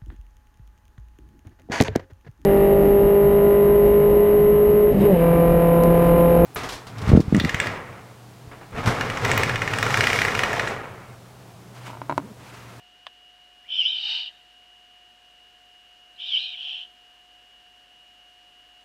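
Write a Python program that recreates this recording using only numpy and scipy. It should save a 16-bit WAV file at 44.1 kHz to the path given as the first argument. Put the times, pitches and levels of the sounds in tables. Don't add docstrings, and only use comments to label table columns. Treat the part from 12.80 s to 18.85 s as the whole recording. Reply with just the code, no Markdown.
import sys
import numpy as np
from scipy import signal
from scipy.fft import rfft, irfft
from scipy.io import wavfile
from scipy.ndimage import uniform_filter1d

SR = 44100
rng = np.random.default_rng(int(sys.argv[2]) if len(sys.argv) > 2 else 0)


def bounce(signal):
    frames = np.transpose(np.atleast_2d(signal))
    limited = np.clip(frames, -1, 1)
    pcm = np.round(limited * 32767).astype(np.int16)
    wavfile.write(sys.argv[1], SR, pcm)


N = 266651
TIME = np.arange(N) / SR

# start t/s, strongest t/s, end t/s, attack t/s,
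# rasp, whistle, held note, strain and beak hiss (each level/dB), whistle width f/Hz
SQUEAL_BREATHS = [(0.867, 1.041, 1.216, .055, -27.5, -28, -24, -35, -51.5, 149.6),
                  (3.367, 3.568, 3.767, 0.0402, -28.5, -30, -35.5, -40, -35, 243)]
# start t/s, strongest t/s, end t/s,
# rasp, held note, beak hiss and hollow note (each level/dB), held note f/Hz, hollow note f/Hz
RUSH_BREATHS = [(1.112, 1.313, 1.5118, -32.5, -30.5, -22, -38, 2973, 863),
                (3.703, 3.897, 4.07, -29, -39, -51, -47, 3071, 755.5)]
# t/s, f/Hz
WHISTLE_PITCH = [
    [(.87, 2600), (.905, 3250), (.955, 3530), (1.003, 3053), (1.042, 2720), (1.058, 3051), (1.083, 3692),
     (1.105, 3790), (1.2, 3300)],
    [(3.376, 2707), (3.408, 3485), (3.48, 3730), (3.522, 3200), (3.568, 2900), (3.6, 3841), (3.645, 3983),
     (3.73, 3710), (3.8, 3347)],
]
# f/Hz, level/dB
RASP_SPECTRUM = [(500, -31.5), (1300, -22), (1650, -14.5), (2080, -22), (2400, -11.5), (2700, -2),
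                 (3350, 2), (3700, -12.5), (4300, -20.5), (4900, -26.5), (5400, -18), (6600, -28.5),
                 (12000, -34.5)]
# f/Hz, level/dB
STRAIN_SPECTRUM = [(3500, -24.5), (4650, -10), (5000, 4.5), (5450, 0.5), (5850, -2), (6300, -13),
                   (7000, -23.5), (7550, -18), (8200, -30.5), (14000, -38)]
# centre f/Hz, width f/Hz, level/dB
MOUTH_RESONANCES = [(759, 230, -15.5), (1760, 1000, -10.5), (2424, 96, -3.5), (2892, 460, -1),
                    (3723, 180, 4.5), (4107, 150, -2.5), (4681, 710, -5.5), (5665, 900, -15),
                    (7970, 770, -22)]
# start t/s, length t/s, start f/Hz, end f/Hz, level/dB
THROAT_SLIDES = [(0.828, 0.065, 1524, 2760, -60.5), (1.452, 0.0455, 3006, 2870, -37.5),
                 (1.491, 0.0292, 2084, 1661, -56), (3.359, 0.016, 3800, 4450, -61.5),
                 (3.73, 0.0264, 2472, 2212, -45.5), (4.065, 0.0197, 3620, 3330, -60.5)]
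# f/Hz, level/dB
HOUSING_RESPONSE = [(300, -15.5), (2000, -17.5), (2650, -5.5), (2850, -3.5), (3050, 1), (3250, -5.5),
                    (3500, -7), (4200, -6.5), (6000, -18), (15000, -30)]
# t/s, peak level/dB
TICK_EVENTS = [(0.2675, -21)]
# f/Hz, level/dB
TICK_SPECTRUM = [(200, -48), (480, -8.5), (740, 1), (1150, 5), (1420, -5), (1700, 7.5), (2250, -8.5),
                 (3080, 7), (3550, 3), (4300, -11.5), (5100, -11), (5650, -26.5), (6250, -20),
                 (7100, -42.5), (8300, -23.5), (14000, -49.5)]
# multiple of the shaft rate, level/dB
FAN_TONES = [(5, -64.5), (17, -76.5), (20, -56.5)]
# f/Hz, level/dB
HUM_TONES = [(50, -75), (100, -87)]
# f/Hz, level/dB
AIR_SPECTRUM = [(15, -34), (28, -15), (120, -19.5), (300, -14.5), (450, -15.5), (760, -14.5), (1300, -15.5),
                (1660, -9.5), (2000, -14), (2550, -15), (2870, -4), (3150, -8.5), (3450, -18.5),
                (5280, -23), (12000, -33), (15500, -37)]

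THROAT_HZ = 3067.5
SQUEAL_SAG_DB, RUSH_SAG_DB = 9.5, 10.5
HISS_SAG_DB, STRAIN_SAG_DB = 18.5, 18.5


def chick(flutter_db=0.0655, flutter_hz=130):
    squeals = sum(squeal(row, pitch) for row, pitch in zip(SQUEAL_BREATHS, WHISTLE_PITCH))
    rushes = sum(rush(row) for row in RUSH_BREATHS)
    flutter = undb(flutter_db * walk(flutter_hz))
    return colour((squeals + rushes) * flutter, HOUSING_RESPONSE)


def squeal(row, pitch, catch_hz=2827, catch_width_hz=70, catch_db=-6):
    start, strongest, end, attack_s, rasp_db, whistle_db, note_db, strain_db, hiss_db, width_hz = row
    gate, slack = blow(start, strongest, end, attack_s, roundness=1.335)
    hz = uniform_filter1d(np.interp(TIME, *np.transpose(pitch)), size=600)
    catch = (1 + np.tanh((catch_hz - hz) / catch_width_hz)) / 2
    under_hz = 2313.6 * (hz / THROAT_HZ) ** 0.24
    undertone = whistle(under_hz, width_hz=87, jitter=.009, pure=.2)
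    rasp = steady(colour(noise(), RASP_SPECTRUM)) + undb(-7) * undertone
    throat = (undb(rasp_db) * rasp
              + undb(whistle_db) * gliding_whistle(hz, slack, width_hz)
              + undb(note_db) * (1 - catch) * held_note(THROAT_HZ))
    strain = unit(colour(noise(), STRAIN_SPECTRUM))
    strain += undb(-2) * whistle(0.82 * hz, width_hz=190, jitter=0.02011, pure=0)
    return gate * (undb(catch_db * catch - SQUEAL_SAG_DB * slack) * throat
                   + undb(strain_db - STRAIN_SAG_DB * slack) * strain
                   + undb(hiss_db - HISS_SAG_DB * slack) * open_mouth())


def rush(row, hollow_sag_db=30, hollow_rise_per_s=0.71):
    start, strongest, end, rasp_db, note_db, hiss_db, hollow_db, note_hz, hollow_hz = row
    gate, slack = blow(start, strongest, end, attack_s=.05, roundness=1.48)
    rasp = steady(colour(noise(), RASP_SPECTRUM))
    throat = undb(rasp_db) * rasp + undb(note_db) * held_note(note_hz)
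    rise = np.exp(hollow_rise_per_s * (np.clip(TIME, start, end) - strongest))
    hollow = whistle(hollow_hz * rise, width_hz=40, jitter=.018, pure=0.13)
    return gate * (undb(-RUSH_SAG_DB * slack) * throat
                   + undb(hiss_db - HISS_SAG_DB * slack) * steady(open_mouth())
                   + undb(hollow_db - hollow_sag_db * slack) * hollow)


def blow(start, strongest, end, attack_s, roundness, release_s=0.0359):
    gate = np.clip((TIME - start) / attack_s, 0, 1) * np.clip((end - TIME) / release_s, 0, 1)
    slack = np.interp(TIME, [start, strongest, end], [1, 0, 1]) ** roundness
    return gate, slack


def gliding_whistle(hz, slack, width_hz, lock_width_hz=400, swell_db=10.5, clearing_db=14):
    lock = (1 - slack) / (1 + ((hz - THROAT_HZ) / lock_width_hz) ** 2)
    purity = .4 * undb(clearing_db * lock)
    tone = steady(whistle(hz, width_hz, jitter=0.013764, pure=purity), size=500)
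    octave = whistle(2 * hz, width_hz=450, jitter=0.012, pure=0)
    return undb(swell_db * lock) * tone + undb(-21) * (1 - slack) * octave


def held_note(hz):
    return steady(whistle(np.full(N, hz), width_hz=99, jitter=0.01249, pure=1.89), size=600)


def whistle(hz, width_hz, jitter, pure):
    phase = 2 * np.pi * np.cumsum(hz * (1 + jitter * walk(72.4))) / SR
    return unit((pure + walk(width_hz)) * np.cos(phase) + walk(width_hz) * np.sin(phase))


def open_mouth(jet_db=-38):
    bands = sum(undb(db) * resonate(noise(), hz, width) for hz, width, db in MOUTH_RESONANCES)
    return unit(bands + undb(jet_db) * noise())


def slides():
    out = np.zeros(N)
    for start, length, start_hz, end_hz, db in THROAT_SLIDES:
        along = np.clip((TIME - start) / length, 0, 1)
        tone = whistle(start_hz + (end_hz - start_hz) * along, width_hz=140, jitter=0.02, pure=0.2)
        out += undb(db) * np.sin(np.pi * along) * tone
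    return out


def nest(direct, t60=0.97, wet_db=-23):
    tail = noise() * np.exp(-np.log(1000) * TIME / t60)
    return direct + undb(wet_db) * signal.fftconvolve(direct, tail / np.linalg.norm(tail))[:N]


def ticks(echo_s=0.0029, echo_db=-8, scatter_db=-25, t60=0.0373):
    out = np.zeros(N)
    for start, db in TICK_EVENTS:
        age = np.maximum(TIME - start, 0)
        push = undb(scatter_db) * noise() * (age > 0) * np.exp(-np.log(1000) * age / t60)
        push[int(start * SR)] += 1
        push[int((start + echo_s) * SR)] += undb(echo_db)
        tap = colour(push, TICK_SPECTRUM)
        out += undb(db) * tap / np.abs(tap).max()
    return out


def fan(shaft_hz=144.4, drift=0.00048, waver_db=0.81, waver_hz=6.1, wobble_rad=.023):
    turn = 2 * np.pi * np.cumsum(shaft_hz * (1 + drift * walk(2.494))) / SR
    angle = turn + wobble_rad * np.sin(turn)
    whine = np.zeros(N)
    for order, db in FAN_TONES:
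        gain = undb(db + waver_db * walk(waver_hz))
        whine += gain * np.sin(round(order) * angle + rng.uniform(0, 2 * np.pi))
    return np.sqrt(2) * whine


def mains(mains_hz=50, buzz_db=-77.0, db_per_octave=-14, weak_db=-7, scatter_cycles=0.076):
    out = sum(undb(db) * np.sin(2 * np.pi * hz * TIME) for hz, db in HUM_TONES)
    orders = np.arange(67, 160, 2)
    for i, order in enumerate(orders):
        db = buzz_db + db_per_octave * np.log2(order / orders[0])
        db += weak_db * bool(i % 3)
        cycles = order * mains_hz * TIME + scatter_cycles * rng.standard_normal()
        out += undb(db) * np.sin(2 * np.pi * cycles)
    return np.sqrt(2) * out


def housing_air(level_db=-59.5):
    return undb(level_db) * unit(colour(noise(), AIR_SPECTRUM))


def undb(db):
    return 10 ** (np.asarray(db) / 20)


def unit(x):
    return x / np.sqrt(np.mean(x ** 2))


def noise():
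    return rng.standard_normal(N)


def walk(rate_hz):
    hz = np.arange(N // 2 + 1) * SR / N
    return unit(irfft(rfft(noise()) / (1 + (hz / rate_hz) ** 4), N))


def colour(x, points, size=4096):
    hz, db = np.transpose(points)
    grid = np.maximum(np.arange(size // 2 + 1) * SR / size, 1)
    gain = undb(np.interp(np.log(grid), np.log(hz), db))
    cepstrum = irfft(np.log(gain))
    cepstrum[1:size // 2] *= 2
    cepstrum[size // 2 + 1:] = 0
    impulse = irfft(np.exp(rfft(cepstrum)))
    return signal.fftconvolve(x, impulse)[:N]


def resonate(x, hz, width_hz):
    b, a = signal.iirpeak(hz, hz / width_hz, fs=SR)
    return signal.lfilter(b, a, signal.lfilter(b, a, x))


def steady(x, size=1100):
    return x / np.sqrt(uniform_filter1d(x ** 2, size) + 1e-12)


def scene():
    air = housing_air()
    calls = nest(chick() + slides())
    return (calls + ticks() + fan() + mains() + air)[None]


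def record(dry, top_hz=15500):
    return signal.sosfilt(signal.ellip(10, .1, 70, top_hz, fs=SR, output="sos"), dry)


dry = scene()
out = record(dry)
bounce(out)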